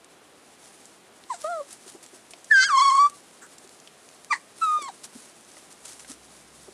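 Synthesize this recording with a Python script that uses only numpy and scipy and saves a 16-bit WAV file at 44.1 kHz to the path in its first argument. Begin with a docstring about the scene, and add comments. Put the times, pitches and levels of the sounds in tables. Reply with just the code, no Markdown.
"""A puppy yips and moans, gives a long strained howl that turns rough, then a short yelp and a falling whine.
Each cry is a nearly pure tone with weak overtones and breathy noise; rasps are noise in slow, uneven pulses.
Claws tick (snaps and short rings), paws thump (dull fading notes) and scuff over paper pads (grainy noise), and
a pup snuffles (a puff of noise). Weak echoes of a cloth-walled indoor pen surround them. A quiet room lies
behind with steady noise; near the end a low hum and rumble come up."""
import sys
import numpy as np
from scipy import signal
from scipy.fft import rfft, irfft
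from scipy.io import wavfile
from scipy.ndimage import uniform_filter1d

SR = 44100
rng = np.random.default_rng(int(sys.argv[2]) if len(sys.argv) > 2 else 0)


def transcribe(signal):
    """Save signal, clipped to [-1, 1], as a 16-bit WAV file at the path in sys.argv[1]."""
    frames = np.atleast_2d(signal).T
    limited = np.clip(frames, -1, 1)
    pcm = np.round(limited * 32767).astype(np.int16)
    wavfile.write(sys.argv[1], SR, pcm)


N = 296793
T = np.arange(N) / SR  # time of every sample, s

# Five cries, each from full voice to the start of its fade, before any wobble is added:
# [t/s, pitch f/Hz, fundamental level/dB, overtone level/dB]
YIP_PATH = [(1.305, 1053, -25, -52), (1.314, 986, -28, -51), (1.324, 923, -29, -57), (1.334, 847, -42, -52),
            (1.346, 692, -37.5, -49.5)]
MOAN_PATH = [(1.446, 608, -26.5, -52), (1.466, 631, -33.5, -46), (1.502, 710, -31, -69),
             (1.522, 698, -31, -52.5), (1.596, 604, -34.5, -66), (1.612, 563, -29.5, -73)]
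HOWL_PATH = [(2.514, 1785, -11, -47), (2.545, 1612, -15, -34), (2.595, 1539, -13, -34),
             (2.637, 1546, -26, -24.5), (2.654, 1654, -24.5, -28.5), (2.684, 1531, -31, -38.5),
             (2.703, 1225, -23, -40.5), (2.74, 1079, -17, -39), (2.785, 1104, -13.5, -28.5),
             (2.83, 1133, -15, -31), (2.9, 1095, -15.5, -33.5), (2.96, 1110, -17, -41),
             (3.0, 1143, -12, -37), (3.064, 1157, -13, -42)]
YELP_PATH = [(4.311, 1195, -20, -39.5), (4.322, 1152, -21, -35), (4.33, 1000, -23.5, -42),
             (4.342, 880, -44, -44)]
WHINE_PATH = [(4.62, 1326, -23, -44), (4.638, 1314, -18, -39), (4.662, 1274, -26, -51),
              (4.684, 1244, -22, -48), (4.772, 1218, -22.5, -52.5), (4.803, 1213, -40, -49),
              (4.83, 1129, -37, -43.5), (4.878, 1055, -38, -48.5), (4.892, 884, -32, -47),
              (4.901, 760, -41, -56)]
# How strained the voice is in the howl: [t/s, strain 0-1]
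HOWL_STRAIN = [(2.6, 0.44), (2.68, 0.43), (2.97, 0.97), (3.0, 0.15)]
# Moments when the wail catches and its pitch sags: [t/s, sag as a share of the pitch]
HOWL_CATCHES = [(2.772, 0.0672), (2.805, .085), (2.853, .025), (2.911, 0.067), (2.941, .02), (2.982, 0.045)]
# The vocal folds break into a rasp:
# [t/s, length/s, level/dB, throat resonance f/Hz, upper resonance level/dB]
RASP_EVENTS = [(2.508, 0.014, -30.5, 1570, -43), (2.623, 0.04, -24, 1490, -29.5),
               (2.661, 0.11, -31, 1544, -54), (4.32, 0.045, -22, 1925, -37), (4.333, 0.055, -40, 1100, -63),
               (4.339, 0.053, -40.5, 1820, -61), (4.882, 0.015, -30.5, 990, -60)]
# Colour of the upper harmonics through the open mouth: [f/Hz, relative level/dB]
MOUTH_COLOUR = [(1500, -6), (2100, 1), (2700, -11), (3250, 1.5), (3750, -9.5), (4400, 2), (5400, -3),
                (6400, -4.5), (8000, -12.5), (9500, -30), (12000, -49.5), (15000, -42)]
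# Colour of the upper harmonics through the nose: [f/Hz, relative level/dB]
NOSE_COLOUR = [(1800, 4), (2800, -13), (3400, -5.5), (4050, 2.5), (5000, -17.5), (6100, -11), (7000, -31),
               (7850, -2), (8800, -57), (12000, -39)]
# Colour of the rushing air in a cry: [f/Hz, relative level/dB]
AIR_COLOUR = [(100, -37), (400, -43), (900, -27.5), (1600, 4.5), (2700, -8), (4200, -0.5), (6200, 3.5),
              (8200, 9.5), (9500, 1), (11000, -25), (15000, -28)]
# Clear claw and tooth contacts on hard things: [t/s, level/dB, resonance f/Hz, time to ring down 60 dB/s]
CLEAR_TICKS = [(0.045, -41, 7560, .015), (0.8557, -37.5, 6740, 0.0079), (1.238, -40.5, 4060, .0087),
               (1.4172, -34, 6340, 0.017), (1.707, -39.5, 7300, 0.034), (1.728, -33.5, 8550, 0.037),
               (2.063, -38.5, 6350, 0.013), (2.308, -39, 8350, 0.059), (2.3355, -35, 3270, 0.02),
               (2.444, -38.5, 6940, 0.029), (3.098, -34, 8500, 0.022), (3.5824, -40, 7400, 0.033),
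               (3.6929, -37, 5100, 0.0087), (3.874, -40.5, 3200, 0.03), (4.0893, -38.5, 7550, 0.0069),
               (4.2467, -32.5, 8900, 0.0041), (5.568, -40, 1180, 0.022), (5.857, -33.5, 7100, 0.015),
               (6.047, -41.5, 1920, 0.035), (6.117, -30, 6100, 0.0049)]
# Heavier paw falls on the floor and on toys: [t/s, level/dB, resonance f/Hz]
PAW_FALLS = [(1.862, -34, 380), (1.947, -29.5, 332), (2.13, -36.5, 370), (2.335, -30, 690),
             (3.645, -35, 382), (4.785, -28.5, 578), (4.818, -33.5, 337), (5.15, -36, 228),
             (5.568, -32.5, 606), (6.095, -35, 257), (6.681, -31.5, 376)]
# Clear scuffs of paws and fur on the pads: [t/s, length/s, level/dB before flicker]
PAD_SCUFFS = [(0.61, .12, -60.5), (1.38, 0.17, -49.5), (1.68, .12, -51), (1.857, 0.12, -51.5),
              (2.024, 0.056, -51.5), (2.137, 0.054, -55), (4.559, 0.29, -50), (4.817, 0.016, -38),
              (5.032, 0.038, -42.5), (5.119, 0.23, -57.5), (5.7, 0.057, -55), (5.839, 0.16, -47.5),
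              (5.99, 0.064, -48.5), (6.077, 0.1, -44.5)]
# Ongoing shuffling of the litter: [t/s, level/dB before flicker]
LITTER_SHUFFLE = [(0, -63.5), (.45, -59.5), (.8, -54.5), (1.15, -60), (1.6, -54), (2.25, -59), (2.5, -54.5),
                  (3.6, -57.5), (4.3, -58), (5.1, -55.5), (6.73, -54.5)]
# Colour of the rustling paper: [f/Hz, relative level/dB]
PAPER_COLOUR = [(300, -14), (1000, -1), (2500, -3.5), (4500, 0), (7500, 3), (10000, 4), (12000, -11.5),
                (15000, -26.5)]
# Colour of a puff through the nose: [f/Hz, relative level/dB]
SNUFFLE_COLOUR = [(500, -27), (1200, -2), (1600, 5), (2200, -17), (4000, -28), (7800, -2.5), (11000, -28)]
# Echoes from near surfaces: [delay t/s, gain]
NEAR_ECHOES = [(.0031, 0.074), (.0074, 0.042), (0.011, .06)]
# Colour of the room's background noise: [f/Hz, relative level per Hz/dB]
ROOM_COLOUR = [(15, -73), (25, -49), (69, -16), (257, -0.5), (301, -1), (335, 0), (573, -3), (673, -2.5),
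               (811, -3.5), (879, -7), (1000, -6), (3930, -14.5), (8100, -29.5), (12400, -26.5),
               (15000, -40)]

# Cries swell in and die away at these rates; the air starts earlier and lingers longer
ATTACK_DB_PER_S, RELEASE_DB_PER_S = 2802, 1050
AIR_ATTACK_DB_PER_S, AIR_RELEASE_DB_PER_S = 695, 380
AIR_FOLLOWS = 0.19  # dB of air for each dB of overtones
SHIMMER_DB = 4.5  # most that an overtone flickers up or down
# Side tones between the harmonics: at thirds of the pitch in the shriek, then a faint one at 1.5 times
# the pitch in the wail: (from s, to s, level in dB against the overtones)
SHRIEK_SIDE_TONES, WAIL_SIDE_TONE = (2.56, 2.652, -0.5), (2.72, 4.1, -21)
CATCH_WIDTH_S, CATCH_DIP_DB, CATCH_DIP_LEAD_S = .009, -5.5, 0.0065
RASP_UPPER_HZ = 4380
FAINT_TICKS_PER_S, FAINT_TICK_SPREAD_DB = 1.8, 4  # spread is up or down
FAINT_TICK_DB, FAINT_TICK_HZ, FAINT_TICK_T60_S = -45.5, 7400, .014  # middle level and pitch
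THUMP_CYCLES = 16.5  # cycles to fade by 60 dB, so low thumps ring longer
ROOM_TONE_DB, ROOM_T60_S = -55, .28
TOP_HZ = 15300


def undb(db):
    """Turn decibels into gain."""
    return 10 ** (np.asarray(db) / 20)


def unit(x):
    """Scale to an average strength (rms) of 1."""
    return x / np.sqrt(np.mean(x ** 2) + 1e-20)


def response(points, hz):
    """Read a colour table as gain at the given frequencies."""
    f, db = np.transpose(points)
    return undb(np.interp(np.log(hz + 1), np.log(f), db))


def colour(x, points):
    """Filter a sound by a colour table; rms 1."""
    hz = np.fft.rfftfreq(2 * N, 1 / SR)
    spectrum = rfft(x, 2 * N) * response(points, hz)
    return unit(irfft(spectrum)[:N])


def resonate(x, hz, q):
    """Let one damped resonance ring; a higher q rings longer."""
    b, a = signal.iirpeak(min(hz, .45 * SR), max(q, hz / (.4 * SR)), fs=SR)
    return signal.lfilter(b, a, x)


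def noise():
    """White noise as long as the scene."""
    return rng.standard_normal(N)


def walk(rate):
    """Smooth random drift of rms 1, changing about rate times a second."""
    size = max(int(SR / rate), 2)
    return unit(uniform_filter1d(uniform_filter1d(noise(), size), size))


def swell(start, length):
    """A quick rise and slower fall."""
    return np.sin(np.pi * np.clip((T - start) / length, 0, 1) ** 0.52) ** 2


def gate(start, end, edge_s=0.027):
    """1 between two times, with soft edges."""
    return np.clip(np.minimum(T - start, end - T) / edge_s + .5, 0, 1)


def add(track, start, sound):
    """Mix a sound into a track at a time in seconds."""
    i = int(start * SR)
    track[i:i + len(sound)] += sound[:N - i]


def puppy():
    """Three cries through the nose, two through the open mouth, and rasps on top."""
    # the yelp cracks half way and turns airy
    crack = np.interp(T, [4.321, 4.331], [0, 1])
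    rough = .006 + .06 * crack
    # the whine frays as it runs out
    fray = np.interp(T, [4.78, 4.83, 4.875, 4.89], [.05, .27, .33, 1])
    waver, stutter = .03 * fray, 1.8 * fray
    yip = cry(YIP_PATH, NOSE_COLOUR, second_db=3, air_db=-45, jitter=0.0066)
    moan = cry(MOAN_PATH, NOSE_COLOUR, second_db=2.0, air_db=-54, jitter=0.0043, second_follows=0.24)
    yelp = cry(YELP_PATH, MOUTH_COLOUR, second_db=9, air_db=-47 + 7.2 * crack, jitter=rough)
    whine = cry(WHINE_PATH, NOSE_COLOUR, second_db=-2, air_db=-51.5, jitter=waver, tremble=stutter)
    return yip + moan + howl() + yelp + whine + rasps()


def howl():
    """A shriek with side tones between its harmonics, then a lower, hoarse wail that catches and steadies."""
    strain = np.clip(np.interp(T, *np.transpose(HOWL_STRAIN)), 0, 1)
    sag = sum(depth * catch(start) for start, depth in HOWL_CATCHES)
    # the fundamental dips just ahead of each sag in pitch
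    dip_db = CATCH_DIP_DB * sum(catch(start - CATCH_DIP_LEAD_S) for start, depth in HOWL_CATCHES)
    jitter, tremble, hoarse_db = .003 + .006 * strain, .45 * strain, 8 * strain
    # whole multiples of the pitch are left out
    third_multiples = [k / 3 for k in range(4, 15) if k % 3]
    side_tones = [(SHRIEK_SIDE_TONES, third_multiples), (WAIL_SIDE_TONE, [1.5])]
    return cry(HOWL_PATH, MOUTH_COLOUR, second_db=-4.5, air_db=hoarse_db - 45.5, jitter=jitter,
               tremble=tremble, bend=-sag, dip_db=dip_db, side_tones=side_tones)


def catch(start):
    """A brief smooth bump in time."""
    return np.exp(-((T - start) / CATCH_WIDTH_S) ** 2)


def cry(table, tract, second_db, air_db, jitter, second_follows=1.0, tremble=0, bend=0, dip_db=0, side_tones=()):
    """Nearly pure fold vibration, weak overtones shaped by the tract, and air pulsing between the folds."""
    s, pitch, first_db, upper_db = np.transpose(table)
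    on = (T > s[0] - .035) & (T < s[-1] + .07)  # work only around the cry
    t = T[on]
    early, late = np.maximum(s[0] - t, 0), np.maximum(t - s[-1], 0)
    envelope = undb(-ATTACK_DB_PER_S * early - RELEASE_DB_PER_S * late)
    first_db = (np.interp(T, s, first_db) + dip_db)[on]
    upper_db = np.interp(t, s, upper_db)
    first, upper = envelope * undb(first_db), envelope * undb(upper_db)
    # the second harmonic and the air both grow with the overtones
    second = envelope * undb(second_db + first_db + second_follows * (upper_db - first_db))
    air_level_db = (air_db + np.zeros(N))[on] + AIR_FOLLOWS * (upper_db - upper_db.max())
    air = undb(air_level_db - AIR_ATTACK_DB_PER_S * early - AIR_RELEASE_DB_PER_S * late)
    # uneven cycles blur the high harmonics first
    uneven = .55 * walk(170) + .9 * walk(1500)
    smooth_pitch = uniform_filter1d(np.interp(t, s, pitch), size=260)
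    hz = smooth_pitch * (1 + (bend + jitter * uneven)[on])
    phase = 2 * np.pi * np.cumsum(hz) / SR

    def partials(multiples):
        """Tones at multiples of the pitch, coloured by the tract, each flickering; scaled to about rms 1."""
        gains = [response(tract, k * hz) for k in multiples]
        flickers = [undb(SHIMMER_DB * np.tanh(walk(112)[on])) for k in multiples]
        tones = 0
        for k, gain, flicker in zip(multiples, gains, flickers):
            tones = tones + gain * flicker * np.sin(k * phase + rng.uniform(0, 2 * np.pi))
        return tones / np.sqrt(sum(g ** 2 for g in gains) / 2)

    # a strained voice trembles about forty times a second
    beats = np.sin(np.pi * np.cumsum(40 * (1 + .35 * walk(40))) / SR) ** 4
    shake = (1 - np.clip(tremble, 0, .8) * (beats - beats.mean()))[on]
    voice = np.sqrt(2) * (first * shake * np.sin(phase) + second * np.sin(2 * phase))
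    voice += upper * partials(np.arange(3, 13))
    air_pulse = 1 + .5 * np.cos(phase)
    voice += air * colour(noise(), AIR_COLOUR)[on] * air_pulse * shake * undb(1.87 * walk(200)[on])
    for (start, end, db), multiples in side_tones:
        voice += upper * undb(db) * gate(start, end)[on] * partials(multiples)
    out = np.zeros(N)
    out[on] = voice
    return out


def rasps(flap_hz=155):
    """Uneven slow flaps of the folds ring two throat resonances where a cry cracks."""
    out = 0
    flaps = np.sin(np.pi * np.cumsum(flap_hz * (1 + 0.1943 * walk(158.8))) / SR) ** 4 + 0.077

    def ring(hz):
        """Noise pulsed by the flaps through a doubled resonance; rms 1."""
        return unit(resonate(resonate(noise() * flaps, hz, 6.5), hz, 6.5))

    upper = ring(RASP_UPPER_HZ)
    for start, length, db, hz, upper_db in RASP_EVENTS:
        out = out + swell(start, length) * (undb(db) * ring(hz) + undb(upper_db) * upper)
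    return out


def ticks():
    """A hard contact gives a sharp snap and a very short grainy ring."""
    out, t = np.zeros(N), T[:4096]
    for start, db, hz, t60 in CLEAR_TICKS + faint_ticks():
        snap = np.sin(2 * np.pi * hz * t) * np.exp(-t / 0.000068)
        crack = rng.standard_normal(len(t))
        grain = unit(unit(resonate(crack, hz, 2.8)) + 0.68 * crack)
        ring = grain * undb(-60 * t / t60)
        add(out, start, undb(db) * (2.1 * snap + ring))
    # soften the very top
    return signal.sosfilt(signal.butter(6, 10800, fs=SR, output="sos"), out)


def faint_ticks():
    """Light claw contacts at random moments, in rows like those of CLEAR_TICKS."""
    rows = []
    for when, force, spot in rng.random((int(FAINT_TICKS_PER_S * N / SR), 3)):
        db = FAINT_TICK_DB + FAINT_TICK_SPREAD_DB * (2 * force - 1)
        hz = FAINT_TICK_HZ * 2 ** ((spot - .5) / 2)  # up to a quarter octave either way
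        rows.append((when * N / SR, db, hz, FAINT_TICK_T60_S))
    return rows


def thumps(push_s=0.0056):
    """A soft paw pushes a damped surface, which gives a brief dull note."""
    out, t = np.zeros(N), T[:8192]
    for start, db, hz in PAW_FALLS:
        scrub = resonate(resonate(rng.standard_normal(len(t)), hz, 0.93), hz, 0.93)
        body = unit(np.sin(2 * np.pi * hz * t) + .5 * unit(scrub))
        fade = undb(db - 60 * t * hz / THUMP_CYCLES)
        add(out, start, fade * (1 - np.exp(-t / push_s)) * body)
    return out


def rustle():
    """Paper pads crackle in dense tiny grains under shuffling and scuffing paws."""
    sizes = undb(3.2 * np.minimum(rng.exponential(size=N), 5))  # a few grains are much larger
    grains = colour(noise() * sizes, PAPER_COLOUR)
    unrest_db = 1.7 * walk(33)
    shuffle = undb(np.interp(T, *np.transpose(LITTER_SHUFFLE)) + unrest_db)
    scuffs = sum(undb(db) * swell(start, length) for start, length, db in PAD_SCUFFS)
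    return grains * (shuffle + scuffs * undb(3.4 * walk(250)))


def snuffle():
    """A pup puffs once through its nose: a short swell of coloured noise."""
    return undb(-46.0) * swell(3.412, 0.074) * colour(noise(), SNUFFLE_COLOUR)


def pen(x, t60=0.22, wet_db=-22, room_db=-34):
    """Weak echoes from floor and boxes, a short tail soaked up by cloth walls, and the faint room beyond."""
    t = T[:SR // 2]
    impulse = np.zeros(len(t))
    for decay, db in [(t60, wet_db), (ROOM_T60_S, room_db)]:
        tail = rng.standard_normal(len(t)) * undb(-60 * t / decay) * (t > .005)
        impulse += undb(db) * tail / np.sqrt(np.sum(tail ** 2))
    impulse[0] = 1  # the direct sound
    for delay, gain in NEAR_ECHOES:
        impulse[int(delay * SR)] += gain
    return signal.fftconvolve(x, impulse)[:N]


def room_tone():
    """Soft steady coloured noise; a low hum and rumble come up near the end."""
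    rise = undb(np.interp(T, [5.2, 5.8, 6.5], [-18, -4, 0]))
    hum = undb(-69.0 + 2 * walk(8)) * np.sqrt(2) * np.sin(2 * np.pi * 64 * T)
    rumble_colour = [(30, -6.5), (60, -31), (130, -1.0), (250, -8.5), (600, -22), (1500, -66)]  # f/Hz, level/dB
    rumble = undb(-66) * colour(noise(), rumble_colour)
    steady = undb(ROOM_TONE_DB + 0.15 * walk(6)) * colour(noise(), ROOM_COLOUR)
    return steady + rise * (hum + rumble)


def scene():
    """Everything in the pen, heard by one microphone, over the room's background."""
    in_pen = puppy() + ticks() + thumps() + rustle() + snuffle()
    return (pen(in_pen) + room_tone())[None]


def record(dry):
    """Two filters cut the deepest bass and the top of the spectrum."""
    dry = signal.sosfilt(signal.butter(2, 45, "highpass", fs=SR, output="sos"), dry)
    return signal.sosfilt(signal.ellip(8, .2, 70, TOP_HZ, fs=SR, output="sos"), dry)


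dry = scene()
out = record(dry)
transcribe(out)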